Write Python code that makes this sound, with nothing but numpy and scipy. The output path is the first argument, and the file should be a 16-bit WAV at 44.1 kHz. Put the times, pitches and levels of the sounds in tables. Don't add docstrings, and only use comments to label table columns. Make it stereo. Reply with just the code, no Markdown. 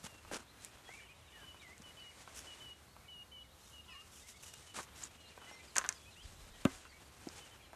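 import sys
import numpy as np
from scipy import signal
from scipy.fft import rfft, irfft, next_fast_len
from scipy.io import wavfile

SR = 44100
rng = np.random.default_rng(int(sys.argv[2]) if len(sys.argv) > 2 else 0)


def waveform_to_disk(signal):
    frames = np.transpose(np.atleast_2d(signal))
    scaled = np.clip(frames, -1, 1) * 32767
    samples = np.round(scaled).astype(np.int16)
    wavfile.write(sys.argv[1], SR, samples)


N = 342171
TIME_S = np.arange(N) / SR

# (time [s], level [dB], pitch factor [ratio])
SNAPS = [(0.648, -28, 1.23), (1.7803, -43, 1.1), (1.821, -42, 0.91), (5.7564, -28, 1.06),
         (5.7666, -15.5, 1.03), (5.783, -8, 1.024), (5.864, -35, 0.96), (5.8903, -13.5, 1.01),
         (5.9259, -31.5, 0.92), (6.6517, -29.5, 1.1), (6.6534, -29.5, 0.47), (7.288, -34, 0.81)]
# (frequency [Hz], relative level [dB])
SNAP_SPECTRUM = [(200, -42), (1500, -9), (2700, -7), (3600, -20.5), (4400, -8), (5100, -8), (6100, 4.5),
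                 (7700, -1.5), (9500, -9), (13000, -29)]
# (time [s], level [dB], pitch [Hz])
KNOCKS = [(.2497, -45.5, 1180), (.314, -35, 736), (.8915, -43, 760), (1.431, -47.5, 1100),
          (1.5452, -47, 970), (2.2762, -40, 1120), (2.965, -47.5, 1070), (5.377, -43, 859),
          (5.5128, -45, 760), (5.7599, -25.5, 1930), (5.8412, -31.5, 1660), (5.8912, -34, 1660),
          (6.6521, -23, 1130), (6.8528, -42.5, 1340), (7.2992, -47, 1000), (7.7319, -41, 780)]
# (multiple of its pitch [ratio], relative level [dB])
KNOCK_SPECTRUM = [(.1, -17), (.45, -8), (.8, -1), (1.1, 1.5), (1.5, -12), (2.2, -12), (5, -30)]
# (time [s], length [s], first bounce level [dB], mean pitch [Hz])
CLATTERS = [(4.775, 0.013, -46, 1300), (4.7856, 0.014, -33, 1050), (5.414, .03, -47.5, 1240),
            (5.7622, 0.019, -27.5, 1530), (5.779, 0.022, -30, 1460), (5.811, .014, -35.5, 1650),
            (5.845, .022, -32.5, 1460), (5.892, .03, -39.5, 1590), (6.652, 0.0073, -28.5, 1157)]
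# (frequency [Hz], relative level [dB], t60 [s])
ROD_MODES = [(1055, 8.5, 0.2), (1253, -1, 0.18), (1277, 18.5, 0.033), (1544, 17, 0.081), (1950, -18, 0.12),
             (2060, 1.5, 0.31)]
# (time [s], level [dB], pitch factor [ratio], left-right [dB])
THUMPS = [(.041, -44.5, 0.78, -1), (.3145, -40.5, 1.17, -1), (.3325, -35.5, 1.94, -1), (1.80, -50, 0.82, 1),
          (6.6535, -15.5, 0.992, -3), (7.2701, -33, 1.26, -3)]
# (frequency [Hz], relative level [dB], t60 [s])
GEAR_MODES = [(135, -27, .035), (236, 10.5, 0.024), (269, -9.5, 0.12), (370, -14, 0.11), (548, -2, 0.035),
              (636, -16, 0.071), (1090, -27, .04), (2530, -8.5, 0.013)]
# (time [s], dull rub level [dB], bright swish level [dB])
SLEEVES = [(0, -63.5, -65), (.5, -65, -74), (.92, -60.5, -67), (1.1, -65, -71.5), (2.1, -62.5, -65.5),
           (2.48, -56, -58.5), (2.8, -66.5, -71), (3.4, -84, -80), (4, -75, -67.5), (4.68, -64.5, -61),
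           (4.9, -64, -73), (5.2, -65.5, -69), (5.44, -57.5, -63.5), (6.05, -67, -64.5), (6.75, -60, -65),
           (7.1, -66.5, -69), (7.38, -56, -57.5), (7.6, -63, -71)]
# (time [s], length [s], level [dB], relative hollow level [dB], left-right [dB])
SCUFFS = [(0.03, 0.039, -48.5, -8.5, -7), (0.058, 0.019, -48, -1.5, -6), (.315, 0.065, -44, 0.5, -5.5),
          (.37, 0.069, -60.5, 2.5, -5), (.595, .11, -57, -8.5, -8), (0.866, 0.19, -61, -7, -9),
          (2.342, 0.083, -50, -27, -1), (3.567, 0.23, -62.5, -20, 0), (4.101, 0.16, -58, -16, -1),
          (4.263, 0.074, -54.5, -29, 1), (4.424, 0.024, -51, -21, -2), (4.44, 0.082, -54.5, -14, 0),
          (4.534, 0.012, -48, -20, 1), (4.738, .085, -46, -1.5, -6), (4.805, 0.052, -53.5, -13, -6),
          (4.949, .075, -54.5, -9, -7), (5.002, 0.084, -51.5, -7.5, -6.5), (6.654, .19, -56, -6, -7)]
# (frequency [Hz], relative level [dB])
RUB_SPECTRUM = [(100, -8), (250, 3), (450, 3.5), (750, 2), (1400, 0.5), (2500, 0), (4000, -6.5),
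                (8000, -44)]
# (frequency [Hz], relative level [dB])
SWISH_SPECTRUM = [(500, -58), (2500, -3), (4500, 0), (6300, 2), (8500, 1), (11000, -8.5), (13500, -19)]
# (frequency [Hz], relative level [dB])
SCRAPE_SPECTRUM = [(300, -59), (1500, -2.5), (3000, -1), (4500, -1), (7500, 1), (9500, -3), (11500, -13),
                   (13500, -43)]
# (frequency [Hz], relative level [dB])
SIZZLE_SPECTRUM = [(800, -6), (3000, -0.5), (4500, -8), (5500, 3), (7500, 2), (9000, -3), (11000, -3),
                   (13500, -13)]
# (frequency [Hz], relative level [dB])
HOLLOW_SPECTRUM = [(60, -37), (200, 4.5), (700, -2.5), (1100, -0.5), (1500, 2), (2000, -7.5), (3000, -7),
                   (5000, -26)]
# (time [s], length [s], start [Hz], end [Hz], level [dB])
SQUEAK = (5.0325, .012, 6100, 8500, -44)
# (time [s], length [s], start [Hz], level [dB])
PIPES = [(0.072, .13, 2890, -66), (0.275, .047, 2890, -67), (1.32, 0.062, 3050, -62.5),
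         (1.414, 0.043, 3140, -61), (1.462, 0.064, 3104, -57.5), (1.528, .055, 3100, -65.5),
         (1.834, 0.079, 3080, -60.5), (1.966, .15, 3066, -58.5), (2.466, 0.08, 3070, -55),
         (2.599, 0.14, 3077, -55.5), (3.077, .16, 3035, -55.5), (3.313, .123, 3102, -56.5),
         (3.728, 0.086, 3016, -58.5), (3.875, .15, 2990, -59.5), (4.43, 0.14, 3020, -67.5),
         (4.663, 0.094, 3100, -64), (5.175, .16, 2966, -67), (5.401, .11, 3090, -65)]
# (time [s], length [s], start [Hz], middle [Hz], end [Hz], level [dB])
SLURS = [(.876, .17, 1850, 2314, 2230, -59.5), (.934, 0.076, 2750, 2266, 1600, -62.5),
         (0.99, .09, 2550, 2990, 2630, -65.5), (1.084, 0.043, 2380, 2470, 2510, -62.5),
         (1.331, .12, 2000, 1710, 1590, -64.5), (1.605, 0.14, 2540, 1996, 2260, -61),
         (1.982, 0.051, 2450, 2800, 3080, -64.5), (3.057, .036, 2400, 2290, 2180, -68),
         (3.313, .071, 2400, 2290, 2290, -71), (3.855, .18, 1000, 1073, 1330, -67.5),
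         (4.23, 0.052, 2120, 2080, 2330, -68.5), (4.335, 0.048, 2050, 2230, 2110, -67.5),
         (5.462, 0.156, 1990, 2086, 2020, -61), (5.587, .052, 2246, 2390, 2380, -65),
         (5.933, 0.144, 3450, 3390, 3370, -71), (6.055, 0.048, 2500, 2550, 2540, -64),
         (6.16, 0.071, 2600, 2940, 3320, -61.5), (6.53, .15, 1930, 1890, 1923, -69),
         (6.927, .05, 2230, 2275, 2250, -67.5)]
# (time [s], middle pitch [Hz], total glide [Hz], level [dB])
CHIRPS = [(.475, 3970, 600, -67.5), (.85, 3330, -250, -63.5), (1.25, 3800, -700, -69),
          (1.595, 3380, -1300, -66), (5.253, 4200, 700, -66), (5.515, 5600, -280, -66),
          (5.561, 4070, -900, -70), (5.675, 4600, -1400, -66), (5.945, 4830, -900, -66),
          (6.107, 3900, -1000, -66.5), (6.22, 4770, -900, -68), (6.5, 3730, 350, -74),
          (6.89, 4470, -800, -68), (7.405, 3040, -200, -60.5), (7.452, 2820, -200, -72),
          (7.508, 3080, -200, -66.5), (7.623, 3140, -700, -66.5)]
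# (time [s], pitch [Hz], level [dB])
YELP = [(3.87, 700, -86), (3.89, 677, -59), (3.935, 611, -57.5), (3.962, 542, -61.5), (3.99, 525, -80)]
# (time [s], pitch [Hz], level [dB])
COO = [(3.2, 506, -90), (3.32, 521.5, -73.5), (3.55, 522, -84), (3.72, 514, -80)]
# (frequency [Hz], relative level [dB])
AIR_SPECTRUM = [(15, -49), (25, -11.5), (76, 1.5), (186, -6.5), (249, -8), (445, -10), (508, -10.5),
                (1150, -10.5), (1420, -12), (2350, -19), (3060, -18.5), (4090, -18.5), (5330, -21.5),
                (12700, -24.5), (13800, -29)]
# (frequency [Hz], likeness [0 to 1])
AIR_LIKENESS = [(30, 0.87), (100, 1), (300, 0.12), (1000, 0.06), (3000, 0.059), (12000, 0.57)]
# (peak time [s], time to change by BUFFET_FADE_DB [s], level [dB])
BUFFETS = [(.31, 0.084, -45), (6.255, 0.042, -44), (6.4, 0.22, -51), (6.68, 0.49, -53)]

SNAP_SIDE_DB, ROD_SIDE_DB = -6.5, -4.5
KNOCK_TRAVEL_S, BOUNCE_TRAVEL_S = 0.00039, 0.003
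BOUNCE_GAP_S, BOUNCE_GAP_JITTER, BOUNCE_FADE_DB, BOUNCE_DETUNE = 0.005, 0.358, 15, 0.08
SCUFF_RISE_SHARE = 0.4
PIPE_SAG_MIDDLE_HZ, PIPE_SAG_END_HZ, PIPE_SIDE_DB = 136.2, 173, -8.5
SLUR_SIDE_DB = 4.5
CHIRP_S, CHIRP_SIDE_DB = 0.042, -7.5
BUFFET_FADE_DB = 25


def amp(db):
    return 10 ** (np.asarray(db) / 20)


def unit(x):
    return x / np.sqrt(np.mean(x ** 2) + 1e-20)


def read(points, hz):
    f, value = np.transpose(points)
    return np.interp(np.log(hz + 1e-6), np.log(f), value)


def follow(rows):
    times_s, *columns = np.transpose(rows)
    return [np.interp(TIME_S, times_s, column) for column in columns]


def pan(side_db):
    gains = amp([[side_db / 2], [-side_db / 2]])
    return gains / gains.mean()


def add(mix, start_s, sound):
    part = mix[:, max(round(start_s * SR), 0):][:, :sound.shape[1]]
    part += sound[:, :part.shape[1]]


def drift(rate_hz):
    lowpass = np.exp(-(np.fft.rfftfreq(N, 1 / SR) / rate_hz) ** 2)
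    return unit(irfft(rfft(rng.standard_normal(N)) * lowpass, N))


def colour(x, spectrum):
    size = next_fast_len(N)
    gain = amp(read(spectrum, np.fft.rfftfreq(size, 1 / SR)))
    return unit(irfft(rfft(x, size) * gain, size)[..., :N])


def pair(length, apart):
    common, side = rng.standard_normal((2, length))
    return unit(np.array([common + apart * side, common - apart * side]))


def shore(x, t60_s):
    t = np.arange(SR) / SR
    tail = rng.standard_normal((2, SR)) * amp(-60 * t / t60_s) * (1 - np.exp(-t / 0.014))
    return signal.fftconvolve(x, unit(tail) / np.sqrt(SR), axes=1)[:, :N]


def modes_ring(modes, t, pitch=1.0, signs=None):
    signs = np.ones(len(modes)) if signs is None else signs
    return sum(sign * amp(db - 60 * t / t60_s) * np.sin(2 * np.pi * hz * pitch * t)
               for sign, (hz, db, t60_s) in zip(signs, modes))


def impact(spectrum, travel_s=0., pitch_hz=1000., size=4096):
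    hz = np.fft.rfftfreq(size, 1 / SR)
    log_gain = np.log(amp(read(spectrum, hz)))
    mirrored = np.r_[log_gain, log_gain[-2:0:-1]]
    phase = -signal.hilbert(mirrored).imag[:len(hz)]
    lag = 4 * np.pi * travel_s * np.sqrt(pitch_hz * hz)
    pulse = irfft(np.exp(log_gain + 1j * (phase - lag)))[:size // 2]
    return pulse / abs(pulse).max()


def rattle(pulse, ring_db, ring_t60_s, tail_db, tail_t60_s):
    t = np.arange(SR // 4) / SR
    decay = amp(ring_db - 60 * t / ring_t60_s) + amp(tail_db - 60 * t / tail_t60_s)
    response = pair(len(t), 0.31) * decay * (1 - np.exp(-t / 0.00023))
    response[:, 0] = 1
    return signal.fftconvolve(pulse[None], response, axes=1)


def blows():
    out = [(*row, KNOCK_TRAVEL_S) for row in KNOCKS]
    for start_s, length_s, first_db, hz in CLATTERS:
        after_s = 0
        for gap_shift, detune in rng.uniform(-1.1, 1, size=(20, 2)):
            if after_s < length_s:
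                db = first_db - BOUNCE_FADE_DB * after_s / length_s
                out.append((start_s + after_s, db, hz * (1 + BOUNCE_DETUNE * detune), BOUNCE_TRAVEL_S))
            after_s += BOUNCE_GAP_S * (1 + BOUNCE_GAP_JITTER * gap_shift)
    return out


def tackle(rod_db=-35):
    out, t = np.zeros((2, N)), np.arange(SR // 4) / SR
    for s, db, pitch in SNAPS:
        pulse = impact([(hz * pitch, level) for hz, level in SNAP_SPECTRUM])
        snap = rattle(pulse, ring_db=-25, ring_t60_s=0.022, tail_db=-52, tail_t60_s=0.32)
        add(out, s, pan(SNAP_SIDE_DB) * amp(db) * snap)
    for s, db, hz, travel_s in blows():
        pulse = impact([(hz * ratio, level) for ratio, level in KNOCK_SPECTRUM], travel_s, hz)
        knock = rattle(pulse, ring_db=-27.5, ring_t60_s=0.042, tail_db=-40, tail_t60_s=0.22)
        add(out, s, pan(ROD_SIDE_DB) * amp(db) * knock)
        ring = modes_ring(ROD_MODES, t, signs=rng.choice([-1, 1], len(ROD_MODES)))
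        add(out, s + travel_s, pan(ROD_SIDE_DB) * amp(db + rod_db) * ring)
    return out


def thumps(contact_s=0.00059):
    out, t = np.zeros((2, N)), np.arange(SR // 4) / SR
    highpass = signal.butter(4, 80, "highpass", fs=SR, output="sos")
    for s, db, pitch, side_db in THUMPS:
        ring = modes_ring(GEAR_MODES, t, pitch) * (1 - np.exp(-t / contact_s))
        ring = signal.sosfilt(highpass, ring)
        add(out, s, -pan(side_db) * amp(db) * ring / abs(ring).max())
    return out


def cloth(grain_db=1.5, slip_db=2.0, flutter_db=1.88):
    rub_db, swish_db = follow(SLEEVES)
    catches = amp(grain_db * drift(1300) + flutter_db * drift(29))
    out = pan(-4) * colour(pair(N, 0.87) * catches, RUB_SPECTRUM) * amp(rub_db)
    out += pan(-6) * colour(pair(N, 0.52) * catches, SWISH_SPECTRUM) * amp(swish_db)
    slips = amp(slip_db * drift(280))
    scrape = colour(pair(N, 0.41) * slips, SCRAPE_SPECTRUM)
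    hollow = colour(pair(N, 0.099) * slips, HOLLOW_SPECTRUM)
    sizzle = colour(pair(N, 0.23) * slips, SIZZLE_SPECTRUM)
    for start_s, length_s, db, hollow_db, side_db in SCUFFS:
        crest_s, end_s = start_s + SCUFF_RISE_SHARE * length_s, start_s + length_s
        span = slice(round(start_s * SR), round(end_s * SR))
        stroke = np.interp(TIME_S[span], [start_s, crest_s, end_s], [0, 1, 0]) ** 0.67
        light = np.clip(-hollow_db / 15, 0, 1)
        scuff = np.sqrt(1 - light ** 2) * scrape[:, span] + light * sizzle[:, span]
        scuff += amp(hollow_db) * hollow[:, span]
        add(out, start_s, pan(side_db) * amp(db) * stroke * scuff)
    return out


def whistle(length_s, start_hz, middle_hz, end_hz, waver, soft=0.14, octave_db=-27, scoop=0.094,
            scoop_s=0.00477):
    u = np.linspace(0, 1, max(round(length_s * SR), 64))
    bend = np.polyfit([0, .5, 1], [start_hz, middle_hz, end_hz], 2)
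    hz = np.polyval(bend, u) * (1 - scoop * np.exp(-u * length_s / scoop_s))
    pitch_waver, level_waver = waver[:, :len(u)]
    phase = 2 * np.pi * np.cumsum(hz * (1 + .004 * pitch_waver)) / SR
    tone = np.sin(phase) + amp(octave_db) * np.sin(2 * phase)
    return unit(tone * signal.windows.tukey(len(u), soft) * amp(1.4 * level_waver))


def squeak(jitter=7.2, side_db=-4):
    s, length_s, start_hz, end_hz, db = SQUEAK
    out, waver = np.zeros((2, N)), np.array([jitter * drift(2500), 2 * drift(800)])
    note = whistle(length_s, start_hz, (start_hz + end_hz) / 2, end_hz, waver, soft=.9)
    add(out, s, pan(side_db) * amp(db) * note)
    return out + amp(-10) * shore(out, t60_s=0.074)


def songs():
    pipes = [(s, length_s, hz, hz - PIPE_SAG_MIDDLE_HZ, hz - PIPE_SAG_END_HZ, db, PIPE_SIDE_DB)
             for s, length_s, hz, db in PIPES]
    slurs = [(*row, SLUR_SIDE_DB) for row in SLURS]
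    chirps = [(s, CHIRP_S, hz - glide_hz / 2, hz, hz + glide_hz / 2, db, CHIRP_SIDE_DB)
              for s, hz, glide_hz, db in CHIRPS]
    return pipes + slurs + chirps


def birds(near_db=-54, far_db=-64, slur_waver=3.4, steep_hz=900, scatter_db=-5, wet_db=-12):
    direct, scattered = np.zeros((2, 2, N))
    waver = np.array([drift(89), drift(45)])
    for s, length_s, start_hz, middle_hz, end_hz, db, side_db in songs():
        far = np.clip((db - near_db) / (far_db - near_db), 0, 1)
        steep = min(abs(end_hz - start_hz) / steep_hz, 1.3)
        depth = np.array([[0.32 + slur_waver * steep ** 2], [0.35 + 0.79 * steep]])
        note_waver = depth * np.roll(waver, -round(s * SR), 1)
        note = pan(side_db) * amp(db) * whistle(length_s, start_hz, middle_hz, end_hz, note_waver)
        add(direct, s, note * (1 - 0.049 * far * steep))
        add(scattered, s, note * far * (0.74 + 0.58 * steep))
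    return direct + amp(scatter_db) * shore(scattered, t60_s=0.12) + amp(wet_db) * shore(direct, t60_s=0.21)


def call(rows, overtones_db, rough, side_db, wet_db, flutter_db):
    hz, db = follow(rows)
    turns = np.cumsum(hz * (1 + rough * drift(187))) / SR
    voice = unit(sum(amp(level + flutter_db * drift(50)) * np.sin(2 * np.pi * k * turns)
                     for k, level in enumerate(overtones_db, start=1)))
    sounding = (TIME_S > rows[0][0]) * (TIME_S < rows[-1][0])
    out = pan(side_db) * voice * amp(db) * sounding
    return out + amp(wet_db) * shore(out, t60_s=0.7)


def chorus(count=170, floor_db=-79, spread_db=8.3, wet_db=2, low_hz=2000, high_hz=4300):
    out, waver = np.zeros((2, N)), np.array([6 * drift(147), 3 * drift(57)])
    for when, length, pitch, bend, glide, loud, side in rng.random((count, 7)):
        hz = low_hz * (high_hz / low_hz) ** pitch
        slope = 0.3024 * (glide - .6)
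        middle_hz = hz * (1 + 0.1368 * (bend - .5))
        note_waver = np.roll(waver, -int(when * N), 1)
        note = whistle(0.02486 + .05 * length, hz * (1 - slope), middle_hz, hz * (1 + slope), note_waver)
        add(out, when * N / SR, pan(10 * (side - .5)) * amp(floor_db + spread_db * loud) * note)
    return out + amp(wet_db) * shore(out, t60_s=3.0)


def air(hush_db=-61.5, swell_db=1.5, drone_hz=72, drone_db=-71):
    size = next_fast_len(N)
    same = np.clip(read(AIR_LIKENESS, np.fft.rfftfreq(size, 1 / SR)), -1, 1)
    a, b = rfft(rng.standard_normal((2, size)))
    hush = colour(irfft(np.array([a, same * a + np.sqrt(1 - same ** 2) * b]), size), AIR_SPECTRUM)
    throb = amp(2.2 * drift(18))
    drone_turns = np.cumsum(drone_hz * (1 + 0.1084 * drift(18.2))) / SR
    drone = unit(np.sin(2 * np.pi * drone_turns) * throb)
    rumble = [(8, 11.5), (25, 8), (50, 1), (100, -9), (200, -31), (800, -57), (3000, -90)]  # (Hz, dB)
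    buffets = colour(pair(N, 0.45), rumble)
    handling = sum(amp(db - BUFFET_FADE_DB * abs(TIME_S - s) / fade_s) for s, fade_s, db in BUFFETS)
    hush_level = amp(hush_db + swell_db * drift(6.2))
    return pan(-0.41) * hush * hush_level + amp(drone_db) * drone + buffets * handling


def scene():
    yelp = call(YELP, [-24, -4.5, -2.5, -1.5, -16, -20, -10, -10], rough=0.0215, side_db=5, wet_db=-3,
                flutter_db=4.5)
    dove = call(COO, [0, -22], rough=0.0085, side_db=-1, wet_db=1.5, flutter_db=2.0)
    angler = tackle() + thumps() + cloth() + squeak()
    return angler + birds() + yelp + dove + chorus() + air()


def record(dry, low_cut_hz=32, edge_hz=13900):
    highpass = signal.butter(2, low_cut_hz, "highpass", fs=SR, output="sos")
    thinned = signal.sosfilt(highpass, dry)
    lowpass = signal.firwin(301, edge_hz, window=("kaiser", 8), fs=SR)
    return signal.oaconvolve(thinned, lowpass[None], "same", axes=1)


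dry = scene()
out = record(dry)
waveform_to_disk(out)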